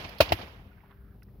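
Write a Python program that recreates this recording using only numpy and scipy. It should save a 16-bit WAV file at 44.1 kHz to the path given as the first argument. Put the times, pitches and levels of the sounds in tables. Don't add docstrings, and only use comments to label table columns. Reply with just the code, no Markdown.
import sys
import numpy as np
from scipy import signal
from scipy.fft import rfft, irfft
from scipy.io import wavfile
from scipy.ndimage import uniform_filter1d

SR = 44100
rng = np.random.default_rng(int(sys.argv[2]) if len(sys.argv) > 2 else 0)


def linear_from_db(decibels):
    return 10 ** (np.asarray(decibels, float) / 20)


def generate_wav(signal):
    frames = np.transpose(np.atleast_2d(signal))
    scaled = np.clip(frames, -1, 1) * 32767
    pcm = np.round(scaled).astype(np.int16)
    wavfile.write(sys.argv[1], SR, pcm)


N = 61739

BANG_TIMES = [
    .2041,
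    .3209,
]
# (tone [Hz], tone level [dB], crack level [dB], thump level [dB])
BANGS = [
    (573, -8, -12.5, -20.5),
    (687, -12, -19, -22.5),
]
LEFT_LAGS = [
    0.,
    .0004,
]
# (hold [s], swell over the hold [dB], t60 [s], upper mode [Hz], its level [dB])
BARREL_RINGS = [
    (0.007, -0.5, 0.0094, 1380, -21.5),
    (0.0033, -1, 0.011, 850, -20.5),
]
# (share at onset [0-1], hold [s], t60 [s])
GAS_JETS = [
    (0.297, 0.0055, .075),
    (.8, 0.0042, 0.0562),
]
# (frequency [Hz], width [Hz], level [dB])
CRACK_MODES = [
    [(2510, 80, -2.5), (2850, 32, -9.5), (3274, 37, -13), (4100, 110, -4), (4563, 35, 4), (5500, 15, -8.5)],
    [(2050, 200, -0.5), (2873, 300, -5.5), (3300, 180, -16), (3620, 80, -17), (4470, 200, -7.5),
     (5330, 160, -7.5)],
]
# (frequency [Hz], level [dB per Hz])
CRACK_COLOUR = [(150, -23), (400, -8.5), (1000, -3), (1400, -9), (1900, -9), (2700, -4), (5000, -17.5),
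                (14000, -11.5)]
# (frequency [Hz], likeness [-1 to 1])
CRACK_LIKENESS = [(300, 1), (1500, 0), (5000, 0.16), (9000, 0), (15000, .5)]
# (frequency [Hz], left minus right [dB])
NEAR_BALANCE = [(60, -6), (150, 5.5), (380, -2.5), (950, 2.5), (2380, -4.5), (5980, -19.5), (15000, 1)]
# (frequency [Hz], left minus right [dB])
FIELD_BALANCE = [(60, -1), (150, 2), (380, 7.5), (950, 3), (2380, -11.5), (5980, -14), (15000, 3.5)]
# (frequency [Hz], likeness [-1 to 1])
FIELD_LIKENESS = [(60, 0.99), (180, 0.96), (550, 0.93), (1650, -0.42), (4970, 0.029), (15000, 1)]
# (frequency [Hz], level [dB per Hz])
TAIL_COLOUR = [(60, -2.5), (130, -4.5), (400, -12.5), (670, -8.5), (1400, -13.5), (2900, -13.5),
               (5200, -23.5), (14000, -29)]
# (frequency [Hz], t60 [s])
TAIL_DECAY = [(100, 0.87), (400, 1), (1500, 1.217), (4000, 0.78), (12000, 1)]
# (time [s], level [dB])
TAIL_STARTS = [
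    (-.07, -34.5),
    (.215, -35),
    (.36, -50),
]
# (time [s], level [dB], rise [s], t60 [s], tilt [dB per octave])
BARRIER_ECHOES = [(.04, -36, 0.0078, 0.06, 0.5), (.05, -36, 0.0024, 0.035, -1.5),
                  (.222, -30, .002, 0.056, 2.5), (.25, -41, 0.0017, 0.055, 2),
                  (0.298, -32.5, 0.006, 0.24, -4.5), (.385, -38, 0.0033, .3, -1.5),
                  (0.411, -38.5, 0.0041, 0.16, -1), (0.476, -52.5, 0.0062, 0.054, 5.5),
                  (.524, -59, 0.0024, 0.087, 2.5)]
# (time [s], level [dB], frequency [Hz], width [Hz], t60 [s])
SHORT_SOUNDS = [(.093, -44.5, 12300, 6500, 0.033), (0.092, -47, 4830, 3000, 0.031),
                (0.184, -43, 12800, 8200, 0.048), (.183, -43, 4080, 3600, 0.057),
                (.297, -37, 744, 700, 0.022), (0.2909, -32.5, 4230, 4050, 0.026),
                (0.293, -39, 2660, 2500, 0.031), (0.207, -27, 316, 159, 0.061), (0.322, -30, 303, 160, 0.055),
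                (0.909, -65, 3300, 2010, 0.063), (.345, -50.5, 12200, 8900, .5),
                (.207, -24.5, 1093, 500, .05), (0.711, -59, 1467, 300, 0.059),
                (.778, -59.5, 1470, 896, 0.045), (.805, -57.5, 2238, 350, 0.027),
                (.833, -55, 870, 704, 0.075), (.908, -57, 1200, 1430, 0.16), (0.936, -54.5, 60, 40.3, 0.55),
                (1.011, -64.5, 12000, 7000, 0.044), (1.2227, -54.5, 1650, 898, 0.027),
                (1.2216, -60, 2613, 900, 0.019), (1.231, -58.5, 5200, 2500, 0.023),
                (1.232, -48, 12300, 10000, 0.013), (1.284, -65.5, 1473, 2010, .07)]
# (start [s], end [s], level [dB], frequency [Hz], width [Hz], rate [grains per s])
BOOT_SCUFFS = [
    (0.68, 1.03, -65.5, 1260, 2430, 1300),
    (0.85, 1.218, -69.5, 1459, 900, 1700),
]
# (frequency [Hz], level [dB per Hz])
RUMBLE_COLOUR = [(30, -1), (55, 0.5), (100, -6), (160, -12.5), (300, -22.5), (500, -27.5), (1000, -38),
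                 (3000, -59.5)]
# (frequency [Hz], level [dB rms])
PLANT_HUM = [(50, -61), (100, -65), (200, -63), (298, -75), (398, -70)]
# (frequency [Hz], level [dB per Hz])
HISS_COLOUR = [(300, -2.5), (1400, 1), (2500, -4), (5000, -10.5), (7000, -10.5), (11000, 2.5), (15600, 8.5),
               (16200, -9.5)]
# (frequency [Hz], gain [dB])
MIC_RESPONSE = [(25, -31), (38, -8.5), (55, 0), (5200, -1), (6500, -12), (8300, -19.5), (11000, -8.5),
                (15600, -9.5)]

PITCH_GLIDE, THIRD_HARMONIC_DB = 0.08, -29
UPPER_RISE_S, UPPER_T60_S = 0.0026, 0.039
THUMP_HZ, THUMP_SAG, THUMP_T60_S, THUMP_RISE_S = 122, 0.45, 0.064, 0.0072
TONE_PAN_DB = 3.5
CRACK_BED_DB = -8.5
JET_RISE_S = 0.005
ECHO_TREBLE_DB = -16.5
RUMBLE_DB, RUMBLE_PAN_DB, RUMBLE_SWING_DB = -49.5, 2.2, 2.5
HISS_DB, HISS_LIKENESS = -68.5, 0.79
EDGE_HZ, EDGE_DB_PER_KHZ = 15750, 45


def evened(x):
    return x / np.sqrt(np.mean(x ** 2) + 1e-20)


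def read(points, hz):
    f, value = np.transpose(points)
    return np.interp(np.log(hz + 1), np.log(f + 1), value)


def curve(points):
    return lambda hz: read(points, hz)


def flat(value):
    return lambda hz: value + 0 * hz


def add(mix, s, sound):
    part = mix[..., round(s * SR):][..., :sound.shape[-1]]
    part += sound[..., :part.shape[-1]]


def sides(pan_db):
    return linear_from_db(pan_db / 2 * np.array([[1], [-1]]))


def pair(length, colour_db, pan_db, same):
    hz = np.fft.rfftfreq(length, 1 / SR)
    a, b = rfft(rng.standard_normal((2, length)))
    c = np.clip(same(hz), -1, 1)
    left = a * linear_from_db(pan_db(hz) / 2)
    right = (c * a + np.sqrt(1 - c ** 2) * b) * linear_from_db(-pan_db(hz) / 2)
    return evened(irfft(np.array([left, right]) * linear_from_db(colour_db(hz)), length))


def burst(t, rise, t60):
    attack = np.sin(np.pi / 2 * np.clip(t / max(rise, 1e-4), 0, 1))
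    return attack * linear_from_db(-60 * np.maximum(t - rise, 0) / t60)


def bump(hz, centre_hz, width):
    return 1 / (1 + (2 * (hz - centre_hz) / width) ** 2)


def barrel_tone(t, hz, tone_db, ring):
    hold, swell_db, t60, upper_hz, upper_db = ring
    phase = 2 * np.pi * hz * (t + PITCH_GLIDE * np.minimum(t, 0.012) ** 2 / 0.012)
    wave = np.sin(phase) - linear_from_db(THIRD_HARMONIC_DB) * np.sin(3 * phase)
    swell = swell_db * np.minimum(t / hold - 1, 0)
    fall = -60 * np.maximum(t - hold, 0) / t60
    upper = linear_from_db(upper_db) * np.sin(2 * np.pi * upper_hz * t) * burst(t, UPPER_RISE_S, UPPER_T60_S)
    return wave * linear_from_db(tone_db + swell + fall) + upper


def low_thump(t, thump_db):
    hz = THUMP_HZ * (1 - THUMP_SAG * (1 - np.exp(-t / 0.0091)))
    cycles = np.cumsum(hz * (t > 0), axis=1) / SR
    return linear_from_db(thump_db) * np.cos(2 * np.pi * cycles) * burst(t, THUMP_RISE_S, THUMP_T60_S)


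def gas_crack(t, crack_db, jet, modes):
    share, hold, t60 = jet

    def colour(f):
        peaks = sum(linear_from_db(2 * db) * bump(f, centre, width) for centre, width, db in modes)
        return read(CRACK_COLOUR, f) + 10 * np.log10(linear_from_db(2 * CRACK_BED_DB) + peaks)

    noise = pair(8192, colour, curve(NEAR_BALANCE), curve(CRACK_LIKENESS))
    flow = share + (1 - share) * np.minimum(t / JET_RISE_S, 1)
    flow = flow * np.minimum(t / 0.000095, 1)
    return noise * flow * linear_from_db(crack_db - 60 * np.maximum(t - hold, 0) / t60)


def bang(row, lag, ring, jet, modes):
    hz, tone_db, crack_db, thump_db = row
    t = np.maximum(np.arange(8192) / SR - np.array([[lag], [0]]), 0)
    body = barrel_tone(t, hz, tone_db, ring) + low_thump(t, thump_db)
    return body * sides(TONE_PAN_DB) + gas_crack(t, crack_db, jet, modes)


def shots():
    out = np.zeros((2, N))
    for s, *parts in zip(BANG_TIMES, BANGS, LEFT_LAGS, BARREL_RINGS, GAS_JETS, CRACK_MODES):
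        add(out, s, bang(*parts))
    return out


def barrier_echoes():
    out, t = np.zeros((2, N)), np.arange(8192) / SR
    for s, db, rise, t60, tilt_db in BARRIER_ECHOES:
        def colour(f):
            tilt = tilt_db * np.log2(np.clip(f, 150, 5000) / 1000)
            return read(TAIL_COLOUR, f) + tilt + ECHO_TREBLE_DB * (f > 7000)

        noise = pair(8192, colour, curve(FIELD_BALANCE), curve(FIELD_LIKENESS))
        add(out, s, linear_from_db(db) * noise * burst(t, rise, t60))
    return out


def field_tail():
    raw = pair(N + 512, curve(TAIL_COLOUR), curve(FIELD_BALANCE), curve(FIELD_LIKENESS))
    hz, t, z = signal.stft(raw, SR, nperseg=256)
    t60 = read(TAIL_DECAY, hz)[:, None]
    power = 0
    for s, db in TAIL_STARTS:
        onset = np.clip((t - s) / 0.0067, 0, 1)
        power = power + linear_from_db(2 * db - 120 * np.maximum(t - s, 0) / t60) * onset
    patches = uniform_filter1d(rng.standard_normal(power.shape), 5, 0)
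    patches = evened(uniform_filter1d(patches, 5, 1))
    return signal.istft(z * np.sqrt(power) * linear_from_db(2.0 * patches), SR, nperseg=256)[1][:, :N]


def short_sounds():
    out, t = np.zeros((2, N)), np.arange(8192) / SR
    for s, db, hz, width, t60 in SHORT_SOUNDS:
        colour = lambda f: 40 * np.log10(bump(f, hz, width))
        shape = burst(t, 1 / hz + 0.0004, t60)
        rattle = shape * pair(8192, colour, curve(FIELD_BALANCE), flat(1.0))
        add(out, s, linear_from_db(db) * evened(rattle) * np.sqrt(np.mean(shape ** 2)))
    return out


def boot_scuff(start, end, db, hz, width, rate):
    t = np.arange(N) / SR
    strength = linear_from_db(2.5 * np.minimum(rng.exponential(1, N), 3))
    hits = (rng.random(N) < rate / SR) * strength
    grains = evened(signal.lfilter([1], [1, -np.exp(-1 / (0.0043 * SR))], hits))
    noise = pair(N, lambda f: 30 * np.log10(bump(f, hz, width)), curve(FIELD_BALANCE), flat(0.5))
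    return linear_from_db(db) * noise * grains * np.sin(np.pi * np.clip((t - start) / (end - start), 0, 1))


def slow(top_hz):
    t = np.arange(N) / SR
    return evened(sum(np.sin(2 * np.pi * (f * t + rng.random())) for f in np.geomspace(1, top_hz, 16)))


def distant_plant():
    t = np.arange(N) / SR
    rumble = pair(N, curve(RUMBLE_COLOUR), flat(RUMBLE_PAN_DB), curve(FIELD_LIKENESS))
    hum = np.zeros(N)
    for hz, db in PLANT_HUM:
        hum += linear_from_db(db + 2 + 2 * slow(8)) * np.sin(2 * np.pi * hz * t + 0.5 * slow(6))
    return linear_from_db(RUMBLE_DB + RUMBLE_SWING_DB * slow(25)) * rumble + hum * sides(RUMBLE_PAN_DB)


def microphone_hiss():
    balance = lambda f: 0.71 * read(FIELD_BALANCE, f)
    return linear_from_db(HISS_DB) * pair(N, curve(HISS_COLOUR), balance, flat(HISS_LIKENESS))


def scene():
    near = shots() + barrier_echoes() + field_tail()
    handling = short_sounds() + sum(boot_scuff(*row) for row in BOOT_SCUFFS)
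    return near + handling + distant_plant() + microphone_hiss()


def roll_off(x):
    return signal.sosfilt(signal.butter(12, 16660, fs=SR, output="sos"), x)


def record(dry):
    hz = np.fft.rfftfreq(8192, 1 / SR)
    edge_db = np.clip(EDGE_DB_PER_KHZ * (hz - EDGE_HZ) / 1000, 0, 80)
    half = np.log(linear_from_db(read(MIC_RESPONSE, hz) - edge_db))
    full = np.concatenate([half, half[-2:0:-1]])
    taps = np.fft.ifft(np.exp(np.conj(signal.hilbert(full)))).real[:4096]
    mix = signal.oaconvolve(dry, taps[None])[:, :N]
    return roll_off(mix)


dry = scene()
out = record(dry)
generate_wav(out)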